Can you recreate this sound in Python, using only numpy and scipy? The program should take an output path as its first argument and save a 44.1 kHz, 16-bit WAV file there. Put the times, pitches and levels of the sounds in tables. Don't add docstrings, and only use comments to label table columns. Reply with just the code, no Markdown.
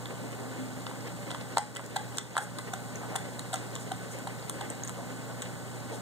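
import sys
import numpy as np
from scipy import signal
from scipy.fft import rfft, irfft
from scipy.io import wavfile
from scipy.ndimage import uniform_filter1d, minimum_filter1d

SR = 44100
rng = np.random.default_rng(int(sys.argv[2]) if len(sys.argv) > 2 else 0)


def wav_out(sig):
    wavfile.write(sys.argv[1], SR, np.round(np.clip(np.atleast_2d(sig).T, -1, 1) * 32767).astype(np.int16))


N = 265041
TIME, FREQS = np.arange(N) / SR, np.fft.rfftfreq(N, 1 / SR)

# (frequency [Hz], level [dB per Hz])
ROOM_RUSH = [(25, -104), (50, -90.5), (100, -75.5), (145, -68.5), (230, -71), (350, -75), (480, -75.5),
             (1100, -80), (2150, -87.5), (2750, -92.5), (4500, -89), (5800, -96.5), (7200, -84.5),
             (11000, -97.5), (16000, -100)]
# (pitch [Hz], width [Hz], level [dB])
WHIRRS = [(793, 47, -56), (1497, 30, -57), (578.4, 6.7, -58.5)]
# (time [s], level [dB])
DRONE_LEVELS = [(0, -56.5), (.6, -46), (1.4, -54), (2, -60), (6, -53)]
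# (pitch [Hz], level [dB])
MAINS_HUM = [(60, -73.5), (120, -46), (180, -53), (240, -57), (300, -60)]
# (frequency [Hz], gain [dB])
CLOTH_COLOUR = [(100, -51), (250, 3), (520, 7.5), (800, -4.5), (1400, -7), (2200, -2.5), (4000, -15.5),
                (9000, -26), (16000, -32)]
# (peak time [s], pitch [Hz], level [dB])
MUZZLE_SHOVES = [(.12, 440, -43.5), (.25, 425, -42.5), (.441, 436, -40), (.929, 430, -59), (3.04, 740, -42),
                 (3.14, 710, -39.5), (4.996, 580, -43), (5.302, 560, -46), (5.935, 495, -41.5)]
# (time [s], slip length [ms], knock level [dB], knock pitch [Hz],
# crack level [dB], crack pitch [Hz], snap level [dB], snap pitch [Hz])
TOOTH_CATCHES = [(0.057, .8, -54, 1050, -41.5, 3660, -49, 7500),
                 (0.8665, 1.8, -39, 1090, -37.5, 3120, -52, 7300),
                 (0.913, 0.52, -40, 1010, -51, 3400, -55, 7500),
                 (1.3052, 0.54, -45, 960, -40, 3500, -50, 7600),
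                 (1.309, 1.3, -41, 690, -53, 3460, -43, 7900),
                 (1.314, 1.3, -44, 1040, -39, 3400, -45, 8400),
                 (1.3477, .5, -34.5, 1090, -42.5, 3280, -48, 7600),
                 (1.411, 1.5, -56, 1100, -44.5, 4000, -50, 7500),
                 (1.5717, 0.62, -18.5, 835, -31, 3660, -36.5, 7850),
                 (1.5827, 1.37, -18.5, 800, -28, 4250, -29, 7700),
                 (1.7523, .6, -57, 1100, -62, 3500, -40, 7900),
                 (1.762, 1.25, -40.5, 1150, -35.5, 3250, -40, 8200),
                 (1.767, 2.4, -49, 1190, -36, 3270, -32.5, 8000),
                 (1.795, .8, -35.5, 1040, -58, 3300, -58, 7500),
                 (1.862, 1.1, -61, 820, -63, 3600, -43, 7500),
                 (1.9595, 2.5, -35, 830, -44, 3920, -39, 7500),
                 (1.9625, 8.1, -22.5, 809, -31, 3840, -31.5, 7400),
                 (2.171, 2.9, -58, 855, -45, 4400, -40, 7900),
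                 (2.182, 2.2, -64, 1255, -45, 3570, -35, 7100),
                 (2.1841, 1.4, -32.5, 1390, -34, 3670, -33, 6100),
                 (2.3543, .6, -33, 810, -43, 3600, -58, 7740),
                 (2.3618, 1.5, -40, 1150, -48, 3600, -47, 7800),
                 (2.3676, 0.92, -19, 1190, -34, 3580, -33, 8240),
                 (2.3781, 4.4, -25.5, 1470, -31, 3470, -31.5, 7850),
                 (2.3825, 5.8, -23.5, 813, -41, 3570, -35.5, 7800),
                 (2.585, 3.8, -41, 1150, -37.5, 4140, -36, 7950),
                 (2.5907, 0.63, -37.5, 1100, -48, 3400, -43, 7950),
                 (2.7335, 7.8, -31.5, 742, -43, 3540, -35.5, 7300),
                 (2.7375, 1.4, -36.5, 1400, -43, 3600, -45, 7260),
                 (3.1562, 1.4, -28, 777, -40.5, 3500, -36, 7600),
                 (3.1584, 5.2, -35.5, 1635, -33, 3500, -28, 8200),
                 (3.3927, 3.9, -45, 1100, -39, 4220, -37, 8400),
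                 (3.529, 9.9, -31, 726, -37.5, 3650, -35.5, 8300),
                 (3.541, 1.2, -28.5, 740, -47, 3600, -36, 7750),
                 (3.5418, 3.5, -34, 1350, -40, 3600, -33.5, 7760),
                 (3.558, 0.8, -51, 1260, -38.5, 3000, -37, 6960),
                 (3.7535, 1.1, -47, 1050, -43, 3760, -36.5, 7000),
                 (3.761, 3.3, -40, 1080, -42, 3320, -49, 7500),
                 (3.9155, 7, -28.5, 748, -44.5, 3450, -43, 8200),
                 (4.2718, 1.6, -32, 780, -51, 3500, -49, 8100),
                 (4.274, 1.6, -40, 990, -43, 3480, -42.5, 8100),
                 (4.4955, 3.1, -55, 1200, -46, 3970, -33, 8700),
                 (4.4983, 2.1, -38, 1170, -63, 3900, -61, 8400),
                 (4.609, 6.4, -33, 810, -39, 3470, -41.5, 7200),
                 (4.6147, .8, -40, 1050, -59, 3500, -53, 7200), (4.701, 2, -46, 785, -58, 3500, -42, 7800),
                 (4.835, 1.5, -55, 1400, -52, 4120, -47, 6800),
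                 (4.85, 3.2, -46, 1710, -56, 3300, -52, 8400),
                 (4.881, 2.7, -51, 1300, -56, 3300, -42, 7240),
                 (4.8945, 0.92, -40, 1140, -50, 3080, -45, 8300),
                 (5.4206, 1.5, -48, 1090, -41, 2960, -37, 7300),
                 (5.4235, 4.5, -54, 1210, -42.5, 3020, -38.5, 7600)]
# (pitch [Hz], width [Hz], level against the main note [dB])
BONE_NOTES = [(1603, 260, -5), (2005, 50, -9), (3470, 98, -18), (4440, 1300, -14.5)]
# (time [s], crack level [dB], snap level [dB], snap pitch [Hz])
SPLINTER_BREAKS = [(1.582, -30, -23.5, 7900), (2.1735, -51, -40, 8200), (2.1843, -29, -24.5, 7500),
                   (2.3788, -37, -34, 8300), (3.541, -38, -33.5, 7600), (3.9193, -42, -42, 8000),
                   (4.188, -51, -47, 9500), (4.4971, -39, -32.5, 8400), (4.8948, -48, -40, 8300),
                   (5.4207, -45, -42, 8000)]
# (peak time [s], pitch [Hz], level [dB])
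TOOTH_SCRAPES = [(2.425, 8500, -44), (3.57, 3200, -52), (3.815, 7400, -49.5), (4.125, 7340, -49),
                 (4.885, 1920, -53), (5.45, 3120, -52), (5.94, 3640, -53), (5.945, 7540, -49.5)]
# (time [s], pitch [Hz], level [dB])
LIP_BUBBLES = [(2.957, 6430, -39.5), (4.188, 7100, -49), (4.425, 4450, -46.5), (4.702, 8000, -35),
               (4.836, 6600, -34.5), (4.849, 8400, -42), (4.876, 6600, -38.5)]
# (frequency [Hz], time to fade by 60 dB [s])
ROOM_DECAY = [(200, 0.083), (850, 0.19), (2000, 0.36), (8000, 0.33), (15000, 0.058)]
# (frequency [Hz], likeness [0-1], left lead [radians])
MIC_PORTS = [(131, 1, 1.73), (262, 0.92, 1.5), (370, 0.7, 1.6), (545, 0.66, 0.07), (825, 0.84, 0.64),
             (1330, 1, -1), (1650, 0.68, -1.1), (2075, 0.72, -2), (2330, 1, -3.05), (2580, 1, -3.2),
             (2800, .45, -4.2), (3280, 0.97, -5.5), (3830, 1, -5.5), (4200, 0.4, -8), (4780, 0.83, -9.5),
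             (5570, 0, -10), (7160, 1, -14.5), (8120, 0.58, -19), (10200, 0.18, -15.5), (13200, 0.1, -20.5)]
# (frequency [Hz], left minus right [dB])
PORT_BALANCE = [(120, -3), (300, 1), (900, 0.5), (1400, -0.5), (1750, -1), (2330, 0), (2600, 0), (3500, -1),
                (4400, -2), (6000, -0.5), (8000, 3.5), (12500, -2.5)]

APPROACH_S = .008
GRIP_SHARE = 0.76


def amp(db):
    return 10 ** (np.asarray(db) / 20)


def unit(x):
    return x / np.sqrt(np.mean(x ** 2) + 1e-20)


def read(points, hz, column=1):
    table = np.array(points, float)
    return np.interp(np.log(hz + 1), np.log(table[:, 0] + 1), table[:, column])


def add(mix, start_s, sound):
    part = mix[..., round(start_s * SR):][..., :sound.shape[-1]]
    part += sound[..., :part.shape[-1]]


def colour(x, points):
    return irfft(rfft(x) * amp(read(points, FREQS)), N)


def ring(x, hz, width_hz):
    return signal.lfilter(*signal.iirpeak(hz, hz / width_hz, SR), x)


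def double_ring(x, hz, width_hz, widen=2):
    return ring(ring(x, hz, width_hz), hz, widen * width_hz)


def drift(per_s):
    return unit(irfft(rfft(rng.standard_normal(N)) * np.exp(-(FREQS / per_s) ** 2), N))


def burst(x, db):
    return amp(db) * x / np.sqrt(np.mean(np.sum(x ** 2, -1)) / (SR / 200) + 1e-20)


def strokes(rows, length_s, width_share, grain_db):
    out, swell = np.zeros((2, N)), signal.windows.hann(round(length_s * SR))
    for s, hz, db in rows:
        grains = rng.standard_normal((2, SR // 2)) * amp(grain_db * rng.standard_normal(SR // 2))
        rubbed = unit(double_ring(grains, hz, width_share * hz))
        add(out, max(s - length_s / 2, 0), amp(db) * swell * rubbed[:, :len(swell)])
    return out


def appliance(drone_hz=259, drone_width_hz=14):
    out = colour(rng.standard_normal((2, N)) * np.sqrt(SR / 2), ROOM_RUSH)
    for hz, width, db in WHIRRS:
        out += amp(db) * unit(ring(rng.standard_normal((2, N)), hz, width))
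    drone = double_ring(rng.standard_normal((2, N)), drone_hz, drone_width_hz)
    out += unit(drone) * amp(np.interp(TIME, *np.transpose(DRONE_LEVELS)))
    for hz, db in MAINS_HUM:
        out[0] += amp(db) * np.sqrt(2) * np.sin(2 * np.pi * (hz * TIME + rng.random()))
    return out


def blanket(rub_db=-49.5, sway_db=0.46, flutter_db=3.5):
    rub = amp(rub_db + sway_db * drift(3) + flutter_db * drift(25))
    rustle = unit(colour(rng.standard_normal((2, N)), CLOTH_COLOUR))
    return rustle * rub + strokes(MUZZLE_SHOVES, length_s=.12, width_share=0.74, grain_db=2.0)


def smacks(per_s=70, level_db=-62, spread_db=4, pitches=8):
    out = np.zeros((2, N))
    for hz in np.geomspace(1300, 9000, pitches):
        pops = rng.random(N) < per_s / pitches / SR
        sizes = amp(spread_db * np.minimum(rng.exponential(1, N), 2))
        out += unit(ring(pops * sizes * rng.choice([-1, 1], (2, N)), hz, 0.11 * hz))
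    return amp(level_db) * unit(out)


def gnawing():
    knocks, crunches = np.zeros(N), np.zeros((2, N))
    for s, length_ms, knock_db, knock_hz, *crack_and_snap in TOOTH_CATCHES:
        add(knocks, s, knock(length_ms, knock_db, knock_hz))
        add(crunches, s - APPROACH_S, crunch(length_ms, *crack_and_snap))
    return knocks, crunches


def crunch(length_ms, crack_db, crack_hz, snap_db, snap_hz,
           drag_db=-13, drag_ms=3, fade_ms=0.96, crumble_db=-19, crumble_ms=5, tick_db=-17):
    ms = (np.arange(2560) / SR - APPROACH_S) * 1000
    drag = amp(drag_db) * np.exp(np.minimum(ms, 0) / drag_ms)
    grip = np.maximum(np.clip(ms / (0.25 * length_ms), 0, 1), drag)
    after_ms = np.maximum(ms - GRIP_SHARE * length_ms, 0)
    release = np.exp(-after_ms / fade_ms) + amp(crumble_db) * np.exp(-after_ms / crumble_ms)
    grains = rng.standard_normal((2, len(ms))) * amp(2.8 * rng.standard_normal(len(ms)))
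    grit = grip * release * grains
    notes = [(crack_hz, 1100, 0), *BONE_NOTES]
    crack = sum(burst(double_ring(grit, hz, width, widen=3), crack_db + db) for hz, width, db in notes)
    ping = double_ring(grit, snap_hz, width_hz=2800)
    tick = ring(np.diff(grit, prepend=0), hz=13500, width_hz=6000)
    return crack + burst(ping + amp(tick_db) * tick, snap_db)


def knock(length_ms, db, hz, spread_db=3, thud_db=-7, flesh_hz=1750, bass_cut_hz=520):
    t = np.arange(2048) / SR
    gripping = t * 1000 <= GRIP_SHARE * length_ms
    slips = np.diff(np.floor(hz * t), prepend=-1) * gripping
    slips *= amp(spread_db * rng.standard_normal(len(t)))
    thud = signal.lfilter(*signal.butter(4, flesh_hz, fs=SR), -slips)
    thud = signal.lfilter(*signal.butter(2, bass_cut_hz, "highpass", fs=SR), thud)
    note = ring(thud, hz, width_hz=135 * (hz / 850) ** 4.2)
    return burst(unit(note) + amp(thud_db) * unit(thud), db)


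def hollow_ring(hz=836, fade_s=.29, rise_s=.006, ring_db=-12.5, reach_hz=40):
    t, energy = np.arange(SR // 4) / SR, np.zeros(N)
    fade, rise = amp(-60 * t / fade_s), 1 - np.exp(-t / rise_s)
    for s, _, knock_db, knock_hz, *_ in TOOTH_CATCHES:
        push = amp(knock_db + ring_db) / (1 + ((knock_hz - hz) / reach_hz) ** 2)
        add(energy, s, (push * fade) ** 2 * rise)
    return np.sqrt(2 * energy) * np.sin(2 * np.pi * (hz * TIME + rng.random()))


def splinters(tick_db=-14):
    out, jolt = np.zeros(N), signal.unit_impulse(512)
    crack = double_ring(jolt, hz=3550, width_hz=750, widen=3)
    tick = ring(np.diff(jolt, prepend=0), hz=15200, width_hz=5000)
    for s, crack_db, snap_db, snap_hz in SPLINTER_BREAKS:
        snap = double_ring(jolt, snap_hz, width_hz=2700)
        add(out, s, burst(crack, crack_db) + burst(snap, snap_db) + burst(tick, snap_db + tick_db))
    return out


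def scrapes():
    return strokes(TOOTH_SCRAPES, length_s=0.084, width_share=0.42, grain_db=6.5)


def lips(glide=0.032, roughness=0.11, fade_s=.0004):
    out, age = np.zeros((2, N)), np.arange(512) / SR / fade_s
    for s, hz, db in LIP_BUBBLES:
        cycles = np.cumsum(hz * (1 + glide * (np.minimum(age, 6) - 2))) / SR
        ping = np.sin(2 * np.pi * (cycles + rng.random((2, 1))))
        ping += roughness * rng.standard_normal((2, len(age)))
        add(out, s, burst(ping * age ** 2 * np.exp(-age), db))
    return out


def room(x, echo_db=-7.0, build_s=0.0029, echoes_per_s=3000):
    t = np.arange(SR // 2) / SR
    echoes = rng.standard_normal((2, len(t))) * (rng.random((2, len(t))) < echoes_per_s / SR)
    echoes *= np.minimum(t / build_s, 1)
    hz, age_s, bands = signal.stft(echoes, SR, nperseg=256)
    fade = amp(-60 * age_s / read(ROOM_DECAY, hz)[:, None])
    tail = signal.istft(bands * fade, SR, nperseg=256)[1]
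    return amp(echo_db) * signal.fftconvolve(x[None], tail / np.linalg.norm(tail[0]), axes=1)[:, :N]


def ports(versions):
    left, other = rfft(versions[0]), rfft(versions[-1])
    likeness = np.clip(read(MIC_PORTS, FREQS, column=1), 0, 1) if len(versions) > 1 else 1
    right = likeness * left + np.sqrt(1 - likeness ** 2) * other
    right *= np.exp(-1j * read(MIC_PORTS, FREQS, column=2))
    return irfft(np.array([left, right]), N)


def scene(bright_echo_db=-4):
    knocks, crunches = gnawing()
    snaps = splinters()
    mouth = crunches + lips() + smacks() + scrapes()
    echo = room(knocks + amp(bright_echo_db) * (mouth[0] + snaps))
    return ports([knocks + snaps + hollow_ring()]) + ports(mouth + echo + blanket() + appliance())


def record(dry, sense_hz=3000, limit_db=-20.5, creep_db_per_s=10.5, top_hz=15650):
    balance_db = read(PORT_BALANCE, FREQS) * np.array([[.5], [-.5]])
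    sound = irfft(rfft(dry) * amp(balance_db), N)
    treble = signal.lfilter(*signal.butter(2, sense_hz, "highpass", fs=SR), sound)
    treble_db = 10 * np.log10(abs(uniform_filter1d((treble ** 2).mean(0), size=22)) + 1e-12)
    over_db = np.maximum(-minimum_filter1d(limit_db - treble_db, size=45), 0)
    creep_db = creep_db_per_s * TIME
    duck_db = np.maximum.accumulate(over_db + creep_db) - creep_db
    sound *= amp(-uniform_filter1d(duck_db, size=33))
    top_cut = signal.firwin(401, top_hz, window=("kaiser", 9), fs=SR)
    return signal.oaconvolve(sound, top_cut[None], "same")


dry = scene()
out = record(dry)
wav_out(out)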